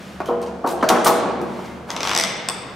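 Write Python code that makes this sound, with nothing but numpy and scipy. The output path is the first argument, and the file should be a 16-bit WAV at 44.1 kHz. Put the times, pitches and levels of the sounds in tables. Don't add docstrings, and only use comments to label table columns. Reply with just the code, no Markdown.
import sys
import numpy as np
from scipy import signal
from scipy.fft import rfft, irfft
from scipy.io import wavfile

SR = 44100
rng = np.random.default_rng(int(sys.argv[2]) if len(sys.argv) > 2 else 0)


def store_pcm(level_fs):
    pcm = np.round(np.clip(level_fs, -1, 1) * 32767).astype(np.int16)
    wavfile.write(sys.argv[1], SR, np.atleast_2d(pcm).T)


N = 121275

# start in seconds, level in dB, rise and fade times in seconds,
# thin below this Hz, dull above this Hz, table ring in dB, contact resonance in Hz, its height in dB.
# A fade time is how long a sound takes to fall by 60 dB.
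KNOCKS = [(.2025, -15.5, 0.00069, 0.051, 373, 1700, -21, 643, 11.5),
          (.281, -20, 0.0076, 0.23, 340, 1030, 8, 456, 7), (.639, -15, 0.0066, .24, 308, 1080, -2, 357, 7),
          (.8268, -8, .0005, 0.078, 240, 1970, -12.5, 635, 7),
          (.894, -9.5, 0.0033, .24, 248, 1750, -3, 333, 6),
          (.956, -12.5, 0.00056, 0.075, 540, 1840, -9, 1400, 0),
          (1.0588, -7, 0.0012, 0.13, 357, 1640, -12.5, 1070, 6.5),
          (1.078, -15.5, 0.0018, 0.082, 139, 1190, -5, 487, 5),
          (1.093, -12.5, 0.0045, 0.073, 375, 1250, -4, 760, 0),
          (1.245, -22, 0.0033, 0.23, 129, 920, -6.5, 655, 2.5),
          (1.295, -23, 0.0017, 0.13, 100, 1120, -5, 670, 4),
          (1.385, -27, 0.022, 0.29, 99.2, 688, 2, 353, 9.5),
          (1.588, -30, .002, 0.057, 80, 1280, -18, 131, 9),
          (1.865, -31, 0.029, 0.84, 564, 1290, -4, 810, -4),
          (2.15, -27.5, 0.011, 0.27, 454, 1060, 7.5, 680, 2.5),
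          (2.4879, -22, 0.00071, .06, 700, 2310, -17, 1080, -3),
          (2.498, -23.5, 0.00045, 0.032, 795, 2700, -28, 1410, -18)]
# frequency in Hz, level in dB.
FRICTION_TONE = [(500, -10), (1500, 5.5), (3000, 1), (5800, -5), (9000, -11.5), (15000, -21)]


def amp(db):
    return 10 ** (np.asarray(db) / 20)


def unit(x):
    return x / np.sqrt(np.mean(x ** 2) + 1e-20)


def read(points, hz):
    row_hz, value = np.transpose(points)
    return np.interp(np.log(hz + 1), np.log(row_hz + 1), value)


def add(mix, start, sound):
    part = mix[max(round(start * SR), 0):][:len(sound)]
    part += sound[:len(part)]


def colour(x, tone, dull_hz=None):
    hz = abs(np.fft.fftfreq(4096, 1 / SR))
    gain = amp(read(tone, hz))
    if dull_hz:
        gain = gain / np.sqrt(1 + (hz / dull_hz) ** 6)
    log_gain = np.log(unit(gain) + 1e-5)
    taps = np.fft.ifft(np.exp(np.conj(signal.hilbert(log_gain)))).real
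    return signal.fftconvolve(x, taps[:len(taps) // 2])[:len(x)]


def ring(modes, t):
    return sum((-1) ** k * amp(db - 60 * t / fade) * np.sin(2 * np.pi * hz * t)
               for k, (hz, db, fade) in enumerate(modes))


def burst(t, rise, fade):
    return np.minimum(t / rise, 1) * np.exp(-np.log(1000) * np.maximum(t - rise, 0) / fade)


def thinned(hz, thin_hz):
    return -10 * np.log10(1 + (thin_hz / hz) ** 4)


def bump(hz, peak_hz, peak_db, width_octaves=0.11):
    return peak_db * np.exp(-(np.log2(hz / peak_hz) / width_octaves) ** 2)


def spread(mid, side, width):
    return np.array([mid + width * side, mid - width * side]) / np.sqrt(1 + width ** 2)


def ventilation():
    # frequency in Hz, level in dB.
    air_tone = [(20, -23), (45, -18), (75, -19.5), (110, -4.5), (180, 3.5), (300, -5), (500, -5),
                (800, -9.5), (1400, -12.5), (2500, -26), (6000, -33.5), (15000, -47.5)]
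    # centre in Hz, level in dB, width in Hz.
    tone_bands = [(190.4, -43.5, 14.5), (489, -51.5, 18), (74.1, -50.5, 6)]
    hz = np.fft.rfftfreq(N, 1 / SR)

    def noise(gain):
        return unit(irfft(rfft(rng.standard_normal(N)) * gain, N))
    air_gain = amp(read(air_tone, hz))
    side_gain = air_gain * np.minimum(.5 + hz / 1000, 2)
    air = spread(noise(air_gain), noise(side_gain), width=0.32)
    tones = sum(amp(db) * noise(1 / (1 + (2 * (hz - centre) / width) ** 2))
                for centre, db, width in tone_bands)
    step_up = np.clip((np.arange(N) / SR - 1.88) / 0.036, 0, 1)
    return amp(-39 + 2.5 * step_up) * air + tones


def room_tail(width, build_s):
    # frequency in Hz, fade time in seconds.
    fade_times = [(150, 2.5), (350, 1.38), (700, 1.56), (1400, 1.38), (2200, 1.62), (5500, 0.84),
                  (8000, 0.61), (14000, 0.15)]
    # frequency in Hz, level in dB.
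    room_tone = [(100, -1.5), (500, 2.5), (1200, -1), (2500, 1), (5000, -4), (8000, -0.5), (14000, 8)]
    hz, t, bands = signal.stft(rng.standard_normal((2, 3 * SR // 2)), SR, nperseg=256)
    decay = np.exp(-np.log(1000) * t / read(fade_times, hz)[:, None])
    _, tail = signal.istft(bands * decay * amp(read(room_tone, hz))[:, None], SR, nperseg=256)
    build = np.minimum(np.arange(tail.shape[1]) / SR / build_s, 1)
    mid, side = tail * build / np.sqrt(SR / 10)
    return spread(mid, side, width)


def room(source, tail_db, width, build_s=0.0069, count=3):
    # delay in seconds, level in dB.
    echoes = [(.0108, -7), (.0128, -13), (.0188, -19)]
    directions = [source() for _ in range(count)]
    tails = sum(signal.fftconvolve(x[None], room_tail(width, build_s), axes=1)[:, :N]
                for x in directions)
    out = amp(tail_db) / np.sqrt(count) * tails
    for k, (delay, db) in enumerate(echoes):
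        for channel, share in zip(out, spread(0.83, (-1) ** k, width)):
            add(channel, delay, amp(db) * share * directions[k % count])
    return out + directions[0]


def table_ring():
    # frequency in Hz, level in dB, fade time in seconds.
    modes = [(132.5, -15.5, 2.1), (183.3, -17, 0.94), (236, -8, 2.04), (320.7, -26, 1.6), (354, -11, 1.42),
             (410, -34, 0.42), (478.5, -2, 0.79), (558, -15, 1.4), (666, -8.5, 1), (714, -10, 0.21),
             (751, -23, 0.92), (815, -32, 0.41), (976, -21, 0.74), (1170, -31, 0.77), (1400, -34, 0.49)]
    out, t = np.zeros(N), np.arange(SR) / SR
    tones = np.array([ring([mode], t) for mode in modes])
    hz = np.array(modes)[:, 0]
    for start, db, rise, _, thin_hz, _, ring_db, peak_hz, peak_db in KNOCKS:
        shares = amp(thinned(hz, thin_hz) + bump(hz, peak_hz, peak_db)) * (-1) ** np.arange(len(hz))
        swell = np.minimum(t / (3.3 * rise), 1)
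        add(out, start, amp(db + ring_db - 4) * (shares @ tones) * swell)
    return out


def knocks_and_rubs():
    # frequency in Hz, level in dB.
    knock_tone = [(50, -37), (120, -8), (220, 1.5), (380, -2), (500, -5.5), (650, -0.5), (950, -1.5),
                  (1350, -3.5), (1750, -10.5), (2300, -17.5), (4000, -19), (15000, 6)]
    out, t, hz = np.zeros(N), np.arange(SR // 3) / SR, np.geomspace(40, 16000, 120)
    for start, db, rise, fade, thin_hz, dull_hz, _, peak_hz, peak_db in KNOCKS:
        chatter = rng.choice([-1., 1.], len(t)) * burst(t, rise, fade)
        levels = read(knock_tone, hz) + thinned(hz, thin_hz) + bump(hz, peak_hz, peak_db)
        add(out, start, amp(db) * colour(chatter, np.c_[hz, levels], dull_hz))
    return out


def strap_slides():
    # middle in seconds, half length in seconds, level in dB.
    pulls = [(0, 0.22, -46), (1.603, 0.18, -47), (1.916, 0.029, -37.5), (2.086, 0.066, -32.5)]
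    t = np.arange(N) / SR
    swells = sum(amp(db) * np.exp(-((t - middle) / half) ** 2) for middle, half, db in pulls)
    return swells * colour(rng.standard_normal(N), FRICTION_TONE)


def strap_clashes():
    # start in seconds, level in dB, rise and fade times in seconds,
    # dull above this Hz, contact resonance in Hz, its height in dB.
    clashes = [(0.2021, -40, .0005, 0.096, 6000, 2420, 17), (.256, -40, .002, 0.13, 11640, 3100, 13),
               (.262, -42.5, 0.018, .2, 4430, 3180, 7), (0.415, -38, 0.0017, 0.026, 10800, 8600, 14),
               (.425, -33.5, .001, 0.034, 7000, 4200, 5), (0.461, -43, 0.0015, 0.17, 5900, 4500, -1),
               (.660, -40.5, 0.0029, 0.097, 13000, 4450, 9), (.673, -25.5, 0.0028, 0.027, 11000, 4040, 6),
               (0.683, -34, 0.0051, 0.13, 11900, 9000, -1), (0.708, -32, 0.0027, 0.066, 12000, 8500, 10),
               (.811, -37, .002, .04, 5000, 3060, 12), (0.826, -36.5, 0.0006, 0.27, 6400, 4500, 9),
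               (0.886, -24, 0.0011, 0.035, 7000, 3220, 20),
               (0.889, -9.5, 0.00056, 0.026, 10100, 6030, -0.5),
               (0.901, -28.5, 0.0017, 0.074, 10100, 4700, 10), (1.045, -16, 0.0018, 0.046, 13000, 8800, 11),
               (1.062, -15, 0.004, 0.12, 16000, 4240, 4), (1.414, -38.5, 0.0011, 0.038, 12000, 9000, 4),
               (1.63, -44, 0.023, 0.17, 7500, 2100, 17)]
    # frequency in Hz, level in dB.
    steel_tone = [(300, -24), (1500, 0), (3000, -1), (4000, -1), (6000, -0.5), (8500, -4.5), (11000, -4.5),
                  (13000, -1.5), (16000, -6)]
    out, t, hz = np.zeros(N), np.arange(SR // 3) / SR, np.geomspace(300, 16000, 90)
    for start, db, rise, fade, dull_hz, peak_hz, peak_db in clashes:
        sizes = np.repeat(rng.standard_normal(len(t)), 16)[:len(t)]
        grain_db = 5 * np.clip(sizes, -2, 2)
        grains = unit(rng.standard_normal(len(t)) * amp(grain_db))
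        levels = read(steel_tone, hz) + bump(hz, peak_hz, peak_db)
        add(out, start, amp(db) * colour(grains * burst(t, rise, fade), np.c_[hz, levels], dull_hz))
    return out


def click(modes):
    longest_fade = max(fade for _, _, fade in modes)
    t = np.arange(0, longest_fade + .01, 1 / SR)
    crack = amp(-18.5) * rng.standard_normal(SR)[:len(t)] * burst(t, rise=.0001, fade=0.0023)
    landing = ring(modes, t) + colour(crack, FRICTION_TONE)
    out = landing.copy()
    bounce_s = .0009 * rng.uniform(0.46, 1.6)
    add(out, bounce_s, amp(-3) * landing)
    return out


def ratchet():
    # start in seconds, level in dB, housing rattle in dB.
    teeth = [(1.904, -11.5, -26.5), (1.9644, -11, -21), (2.0056, -11.5, -22), (2.0312, -7, -19),
             (2.0512, -17, -19), (2.0732, -8.5, -19), (2.0936, -7.5, -19), (2.1137, -10, -16.5),
             (2.133, -10.5, -20.5), (2.1497, -3.5, -20.5), (2.1638, -1.5, -21.5), (2.176, -1, -27),
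             (2.1872, -4, -27.5), (2.1984, -1.5, -26), (2.2122, -4.5, -34), (2.2374, -2, -19.5)]
    # start in seconds, level in dB.
    snaps = [(2.487, -5.5), (2.498, -30)]
    # frequency in Hz, level in dB, fade time in seconds.
    pawl_modes = [(1180, -16.5, .006), (2120, -14.5, 0.0085), (3470, -8, .005), (4390, -4.5, 0.0028),
                  (5030, -4.5, 0.0051), (5940, -4.5, 0.0049), (8000, -12, 0.0094), (10800, -17, 0.0056),
                  (14000, -27.5, .005)]
    snap_modes = [(1080, -10.5, .016), (1330, -17, 0.011), (2480, -15, 0.0063), (3500, -9.5, 0.0068),
                  (4500, -7, 0.0052), (5160, -3.5, 0.0052), (8120, -6, 0.011), (8060, -41, 0.23),
                  (10500, -16, 0.0034), (13700, -35, .004)]
    lingering_tones = [(2087, -41, 1.2), (2234, -42, 1), (3477, -43, .9), (4995, -46, .6), (5184, -42, .7),
                       (5986, -43, .6)]
    # frequency in Hz, level in dB.
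    housing_tone = [(40, -48), (100, -33), (250, -3.5), (650, 0.5), (1200, 2.5), (1750, -8), (2150, -0.5),
                    (3000, -3), (4500, -10), (8000, -18.5), (15000, -41)]
    pitch_scatter, treble_hz = 0.032, 7000
    out, shake, t = np.zeros(N), np.zeros(N), np.arange(SR // 8) / SR
    lingering = ring(lingering_tones, np.arange(SR) / SR)
    for start, db in snaps:
        add(out, start, amp(db) * click(snap_modes))
        add(out, start, amp(db - 9) * lingering)
    for start, db, rattle_db in teeth:
        modes = []
        for hz, mode_db, fade in pawl_modes:
            detune = 1 + pitch_scatter * rng.standard_normal()
            treble_db = 0.77 * db * (hz > treble_hz)
            modes.append((hz * detune, mode_db + treble_db, fade))
        add(out, start, amp(db - 1) * click(modes))
        add(out, start, amp(db) * rng.choice([-1., 1.]) * lingering)
        rattle = rng.standard_normal(len(t)) * burst(t, rise=0.00054, fade=0.041)
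        add(shake, start, amp(rattle_db) * rattle)
    return out + colour(shake, housing_tone)


def scene():
    lean_left = amp([[.5], [-.5]])
    clicks = room(ratchet, tail_db=.5, width=0.47, build_s=0.019) * lean_left
    strap = room(lambda: strap_clashes() + strap_slides(), tail_db=-0.1, width=0.47)
    knocks = room(knocks_and_rubs, tail_db=-1, width=0.39)
    return knocks + table_ring() + strap + clicks + ventilation()


def record(dry):
    ceiling, top_hz = 0.6, 15800
    squashed = dry / (1 + (dry / ceiling) ** 4) ** .25
    low_pass = signal.firwin(301, top_hz, window=("kaiser", 9), fs=SR)
    return signal.oaconvolve(squashed, low_pass[None], "same")


dry = scene()
out = record(dry)
store_pcm(out)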